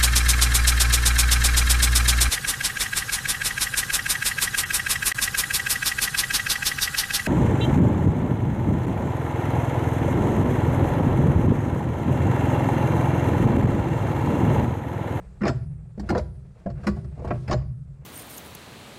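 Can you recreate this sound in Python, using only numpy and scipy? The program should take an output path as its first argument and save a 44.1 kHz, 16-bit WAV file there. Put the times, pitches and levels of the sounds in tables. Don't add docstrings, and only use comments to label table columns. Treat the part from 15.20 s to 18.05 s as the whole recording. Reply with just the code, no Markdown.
import sys
import numpy as np
from scipy import signal
from scipy.fft import rfft, irfft
from scipy.io import wavfile
from scipy.ndimage import uniform_filter1d, minimum_filter1d

SR = 44100
rng = np.random.default_rng(int(sys.argv[2]) if len(sys.argv) > 2 else 0)


def store_pcm(level_fs):
    pcm = np.round(np.clip(level_fs, -1, 1) * 32767).astype(np.int16)
    wavfile.write(sys.argv[1], SR, np.atleast_2d(pcm).T)


def convert_level_to_amplitude(level_db):
    exponent = np.asarray(level_db, float) / 20
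    return 10 ** exponent


N = 125685


def unit(x):
    return x / np.sqrt(np.mean(x ** 2))


def noise(points, size):
    hz, db = np.array(points, float).T
    f = np.maximum(np.arange(size // 2 + 1) * SR / size, 1)
    gain_db = np.interp(np.log(f), np.log(hz), db, left=-90, right=-90)
    return unit(irfft(rfft(rng.standard_normal(size)) * convert_level_to_amplitude(gain_db), size))


def fade(t, t60):
    return np.exp(-np.log(1000) * t / t60)


def swell(t, time_constant):
    return 1 - np.exp(-t / time_constant)


def ring(modes, t, detune, count=1):
    hz, db, t60 = np.repeat(np.array(modes, float), count, axis=0).T[:, :, None]
    strength, shift, turn = rng.standard_normal((len(hz), 3)).T[:, :, None]
    gain = convert_level_to_amplitude(db + 3 * strength)
    phase = 2 * np.pi * hz * (1 + detune * shift) * t
    wave = np.sin(phase + 2 * turn) - np.sin(2 * turn) * np.exp(-phase)
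    total = (gain * fade(t, t60) * wave).sum(0)
    return total / np.sqrt((gain ** 2).sum() / 2)


def flicker(rate, depth_db):
    k = int(SR / rate)
    steps = np.repeat(rng.standard_normal(N // k + 1), k)
    return convert_level_to_amplitude(depth_db * unit(uniform_filter1d(steps, k)[:N]))


def curve(table, col):
    table = np.array(table)
    return convert_level_to_amplitude(np.interp(np.arange(N) / SR, table[:, 0], table[:, col]))


# frequency in Hz, relative density in dB per Hz.
ROOM_COLOUR = [(16, -43), (28, -1), (37, 7), (72, 12), (92, -2.5), (133, 4.5), (156, -9), (187, 6.5),
               (231, -28), (301, -22.5), (353, -29.5), (392, -21), (539, -30.5), (739, -52), (1320, -28.5),
               (1590, -35), (3160, -51), (7550, -46.5), (15400, -62.5)]
# centre in Hz, level in dB, offset in Hz at which the band is about 15 dB down.
HUM_BANDS = [(68.8, -78, 3.3), (136.2, -57, 24), (176.8, -61, 3.1), (373.4, -75, 30)]


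def room():
    hum = 0
    for hz, db, w in HUM_BANDS:
        hum = hum + convert_level_to_amplitude(db) * noise([(hz - 2 * w, -30), (hz, 0), (hz + 2 * w, -30)], N)
    wander = flicker(4, 1.2)
    return convert_level_to_amplitude(-47) * noise(ROOM_COLOUR, N) * wander + hum


# time in seconds, scrape level in dB, hiss level in dB.
SLIDE_LEVELS = [(0, -58, -74.5), (.19, -63.5, -77), (.3, -60, -62), (.5, -64, -85), (.75, -67.5, -82),
                (.8, -69.5, -76), (.87, -46.5, -69), (.93, -40, -66), (1.0, -61, -64), (1.1, -67.5, -81),
                (1.3, -66, -80), (1.4, -55.5, -74), (1.55, -58, -78.5), (1.64, -52.5, -68),
                (1.72, -56, -66), (1.9, -60, -77), (2.03, -53, -72), (2.13, -42, -67), (2.21, -63.5, -62.5),
                (2.27, -54, -69.5), (2.4, -53, -73), (2.52, -71, -85.5), (2.75, -68.5, -83),
                (2.85, -61.5, -83)]
# frequency in Hz, relative density in dB per Hz.
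SCRAPE_COLOUR = [(250, -2), (500, 5.5), (1000, -6), (2000, -12), (2800, -16), (4000, -70)]
# frequency in Hz, relative density in dB per Hz.
HISS_COLOUR = [(2000, -15), (3200, 9), (4500, 7.5), (7000, 2.5), (10000, -1.5), (13500, -16), (15500, -28)]


def sliding():
    scrape = curve(SLIDE_LEVELS, 1) * flicker(60, 2.3) * noise(SCRAPE_COLOUR, N)
    hiss = curve(SLIDE_LEVELS, 2) * flicker(80, 1.4) * noise(HISS_COLOUR, N)
    return scrape + hiss


# time in seconds, centre of the loudest region in Hz, level in dB.
SIZZLE = [(0, 8000, -78), (.2, 8000, -79), (.33, 10000, -84), (.45, 9600, -75), (.6, 8600, -80),
          (.76, 8000, -81.5), (1.0, 10200, -77), (1.15, 9500, -77.5), (1.3, 8200, -84), (1.45, 7800, -83.5),
          (1.7, 9800, -76), (1.85, 8800, -76), (2.02, 7700, -78), (2.2, 9000, -75), (2.38, 10000, -84),
          (2.5, 9500, -79.5), (2.65, 8400, -82.5), (2.85, 8000, -87)]


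def shimmer():
    table = np.array(SIZZLE)
    centre = np.interp(np.arange(N) / SR, table[:, 0], table[:, 1])
    spread, w = 1200, 170
    bands = 0
    for hz in np.linspace(6900, 11400, num=14):
        nearness = np.exp(-((hz - centre) / spread) ** 2 / 2)
        band = noise([(hz - 2 * w, -25), (hz, 0), (hz + 2 * w, -25)], N)
        bands = bands + nearness * flicker(18, 2.5) * band
    return curve(SIZZLE, 2) * unit(bands)


# time in seconds, housing level below the split in dB,
# housing level above it in dB, mount thud level in dB, rod level in dB, crack level in dB,
# decay time constant of the chatter in seconds.
LINKAGE_CONTACTS = [(0.209, -55.5, -44, -26.5, -73, -81, 0.0044),
                    (0.216, -31.5, -37, -17.5, -58, -70, 0.0053),
                    (0.234, -21, -29.5, -17.5, -49.5, -71, 0.0045),
                    (0.252, -20.5, -25.5, -32, -43, -62, 0.0041),
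                    (0.266, -21.5, -30.5, -21.5, -43, -66, 0.0048),
                    (0.28, -22.5, -24.5, -48, -35, -54.5, 0.0033),
                    (0.294, -22.5, -42, -28, -48, -69, 0.0049),
                    (0.777, -40.5, -57, -28, -71.5, -82, 0.0032),
                    (0.797, -34, -45, -25, -50.5, -61, 0.0035), (0.832, -45.5, -72, -31, -84, -103, 0.0037),
                    (0.891, -25, -29, -36, -42, -52.5, 0.0033),
                    (0.903, -21.5, -29.5, -16.5, -43, -55, 0.0021),
                    (0.925, -21, -51, -36, -72, -81, 0.0028), (0.949, -19, -30.5, -37, -51, -84, 0.0056),
                    (0.965, -27, -35, -48, -54, -76, 0.0063),
                    (0.978, -22.5, -35.5, -28, -42.5, -57.5, 0.0039),
                    (0.992, -32, -39, -39, -58, -74, 0.0038), (1.461, -26, -43, -19.5, -69, -77, 0.0051),
                    (1.5, -39.5, -51, -31, -60.5, -88, 0.0064), (1.598, -54, -63, -32.5, -89, -93, 0.005),
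                    (1.633, -40, -46, -38, -63, -68, 0.015),
                    (1.669, -20.5, -25.5, -14.5, -38.5, -49, 0.0051),
                    (1.685, -31.5, -36.5, -17.5, -51.5, -65, 0.0068),
                    (1.765, -41.5, -50.5, -31.5, -68, -75, 0.004),
                    (1.845, -46.5, -56, -37, -68.5, -86, 0.0024), (1.974, -43.5, -62, -46, -78, -84, 0.007),
                    (1.993, -40, -60, -49, -70, -79, 0.0048), (2.017, -39, -64, -43, -81, -80, 0.0059),
                    (2.046, -30, -43.5, -30, -62, -64, 0.0056),
                    (2.074, -33, -42.5, -31.5, -59, -68, 0.0089),
                    (2.106, -21, -27.5, -18.5, -61, -75, 0.0055),
                    (2.153, -42, -58, -56.5, -74, -72, 0.0035),
                    (2.279, -37.5, -36.5, -30.5, -50.5, -63, 0.0047),
                    (2.297, -26, -37, -29, -51.5, -70, 0.0036),
                    (2.31, -23.5, -24, -38.5, -38, -58.5, 0.0061),
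                    (2.326, -34.5, -27.5, -43, -37, -61.5, 0.0033),
                    (2.336, -22.5, -40, -50, -53.5, -69, 0.0033)]
# frequency in Hz, relative level in dB, t60 in seconds.
HOUSING_MODES = [(351.7, -3, 0.13), (401, -9, 0.072), (505.4, -3.5, 0.082), (605, -3.5, 0.15),
                 (683.3, 1.5, 0.11), (804, 1.5, 0.048), (989, -5, 0.071), (1136.5, 1, 0.076),
                 (1376, -6.5, 0.051), (1713, -25, 0.033), (1854, -21, 0.17), (2306, -31, 0.033)]
# frequency in Hz, relative level in dB, t60 in seconds.
ROD_MODES = [(3625, -8.5, 0.026), (4350, 4, 0.084), (4900, -12, 0.37), (5074, 10.5, 0.033),
             (5400, -24, .15), (6680, 5, 0.036), (6730, -11.5, 0.083), (7300, -8, 0.19)]
# frequency in Hz, relative level in dB, t60 in seconds.
MOUNT_MODES = [(172, -7.5, 0.083), (201.5, 1.5, 0.15), (225.5, -6.5, 0.13), (299, -11, 0.084),
               (347, -25, 0.61), (391.4, -29, 0.81)]
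# frequency in Hz, relative density in dB per Hz.
DULL_COLOUR = [(200, 7), (350, -8), (700, -6), (1400, -3.5), (2200, -11.5), (3200, -20), (6000, -54)]
# frequency in Hz, relative density in dB per Hz.
BRIGHT_COLOUR = [(1800, -31.5), (3000, 1.5), (5000, 9.5), (7000, -6.5), (9000, -24), (11000, -34.5)]
# frequency in Hz, relative density in dB per Hz.
CRACK_COLOUR = [(6500, 4), (8500, 3.5), (11000, -5), (13000, -11), (15400, -18)]
SPLIT_HZ, SOFT_HZ = 725, 2670
DETUNE, ROD_DETUNE = 0.0156, 0.035


def peak(x):
    return x / np.sqrt(uniform_filter1d(x ** 2, 441).max())


def tail(colour, t60, t):
    return noise(colour, len(t)) * fade(t, t60) * swell(t, 0.00023)


def chatter(t, decay_s):
    grit_db = 1.5 * rng.exponential(size=len(t))
    hits = rng.standard_normal(len(t)) * convert_level_to_amplitude(grit_db)
    return hits * np.exp(-t / decay_s) * swell(t, 0.0025) ** 2


def linkage():
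    size = 32768
    t = np.arange(size) / SR
    short, burst = t[:size // 4], t[:size // 16]
    ticks, lows = np.zeros(N + size), np.zeros(N + size)
    low = signal.butter(2, SPLIT_HZ, fs=SR, output="sos")
    steep_low = np.vstack([low, low])
    high = signal.butter(2, SPLIT_HZ, "high", fs=SR, output="sos")
    soft = signal.butter(4, SOFT_HZ, fs=SR, output="sos")
    upper = np.vstack([high, soft])
    for s, housing_db, upper_db, thud_db, rod_db, crack_db, chatter_s in LINKAGE_CONTACTS:
        hits = chatter(burst, chatter_s)

        def struck(body):
            return signal.fftconvolve(hits, body)[:len(short)]

        housing_body = ring(HOUSING_MODES, short, DETUNE, count=2) + convert_level_to_amplitude(4) * tail(DULL_COLOUR, 0.041, short)
        rod_body = ring(ROD_MODES, short, ROD_DETUNE, count=8) + convert_level_to_amplitude(3.5) * tail(BRIGHT_COLOUR, 0.046, short)
        housing = struck(housing_body)
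        contact = convert_level_to_amplitude(housing_db) * peak(signal.sosfilt(steep_low, housing))
        contact += convert_level_to_amplitude(upper_db) * peak(signal.sosfilt(upper, housing))
        contact += convert_level_to_amplitude(rod_db) * peak(struck(rod_body))
        contact += convert_level_to_amplitude(crack_db) * peak(struck(tail(CRACK_COLOUR, 0.056, short)))
        k = int((s - 0.003) * SR)
        ticks[k:k + len(short)] += contact
        thud = ring(MOUNT_MODES, t, DETUNE) * swell(t, 0.0067)
        lows[k:k + size] += convert_level_to_amplitude(thud_db) * thud
    return ticks[:N], lows[:N]


def garage(x):
    t = np.arange(SR // 2) / SR
    echo = rng.standard_normal(len(t)) * fade(t, 0.37) * swell(t, 0.002)
    echo = signal.sosfilt(signal.butter(1, 4070, fs=SR, output="sos"), echo)
    echo = echo / np.sqrt((echo ** 2).sum())
    return convert_level_to_amplitude(-22) * signal.fftconvolve(x, echo)[:N]


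# start in seconds, deep level in dB, drum level in dB.
PAN_SHOVES = [(.215, -29.5, -30), (.255, -31, -25.5), (.29, -28.5, -27), (0.786, -33, -37.5),
              (0.889, -27, -31.5), (0.951, -30, -34.5), (1.46, -35, -34), (1.509, -39.5, -38),
              (1.619, -38.5, -41.5), (1.67, -30, -30), (1.769, -36, -35.5), (1.988, -39, -37),
              (2.05, -29.5, -31.5), (2.099, -37.5, -30.5), (2.281, -28.5, -27), (2.315, -29, -24)]
# frequency in Hz, relative level in dB, t60 in seconds.
DEEP_MODES = [(43, -13, 0.7), (52.8, -8.5, 1.15), (64.3, -5.5, 1.33), (71.47, -3, 1.01), (90.2, -1.5, 0.95)]
# frequency in Hz, relative level in dB, t60 in seconds.
DRUM_MODES = [(108.75, -5, 1.3), (118.3, 0, 0.93), (127.76, 1, 1.14), (136.9, -4.5, 1.64),
              (151.2, -2, 1.38), (180.3, -11.5, 0.96), (218, -17, 1.13), (272, -21, 0.52)]


def floor_pan():
    detune = 0.0418
    t = np.arange(SR // 8) * 8 / SR
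    out = np.zeros(N // 8 + 1 + len(t))
    for s, deep_db, drum_db in PAN_SHOVES:
        k = int(s * SR / 8)
        deep = convert_level_to_amplitude(deep_db) * ring(DEEP_MODES, t, detune, count=3)
        drum = convert_level_to_amplitude(drum_db) * ring(DRUM_MODES, t, detune, count=3)
        out[k:k + len(t)] += (deep + drum) * swell(t, 0.013)
    return signal.resample_poly(out, up=8, down=1)[:N]


def scene():
    ticks, lows = linkage()
    mono = room() + sliding() + shimmer() + ticks + lows + garage(ticks) + floor_pan()
    return np.array([mono, mono])


def roll_off(x):
    return signal.sosfilt(signal.butter(12, 15540, fs=SR, output="sos"), x)


def record(dry):
    ceiling = 0.225
    gain = ceiling / np.maximum(np.abs(dry[0]), ceiling)
    held = minimum_filter1d(gain, 187)
    mono = dry[0] * uniform_filter1d(held, 94)
    top = signal.sosfilt(signal.butter(10, 11800, "high", fs=SR, output="sos"), mono)
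    waver = noise([(20, 5), (300, 6.5), (400, -26.5)], N)
    side = convert_level_to_amplitude(-4) * top * waver
    return roll_off(mono + side * np.array([[1], [-1]]))


dry = scene()
out = record(dry)
store_pcm(out)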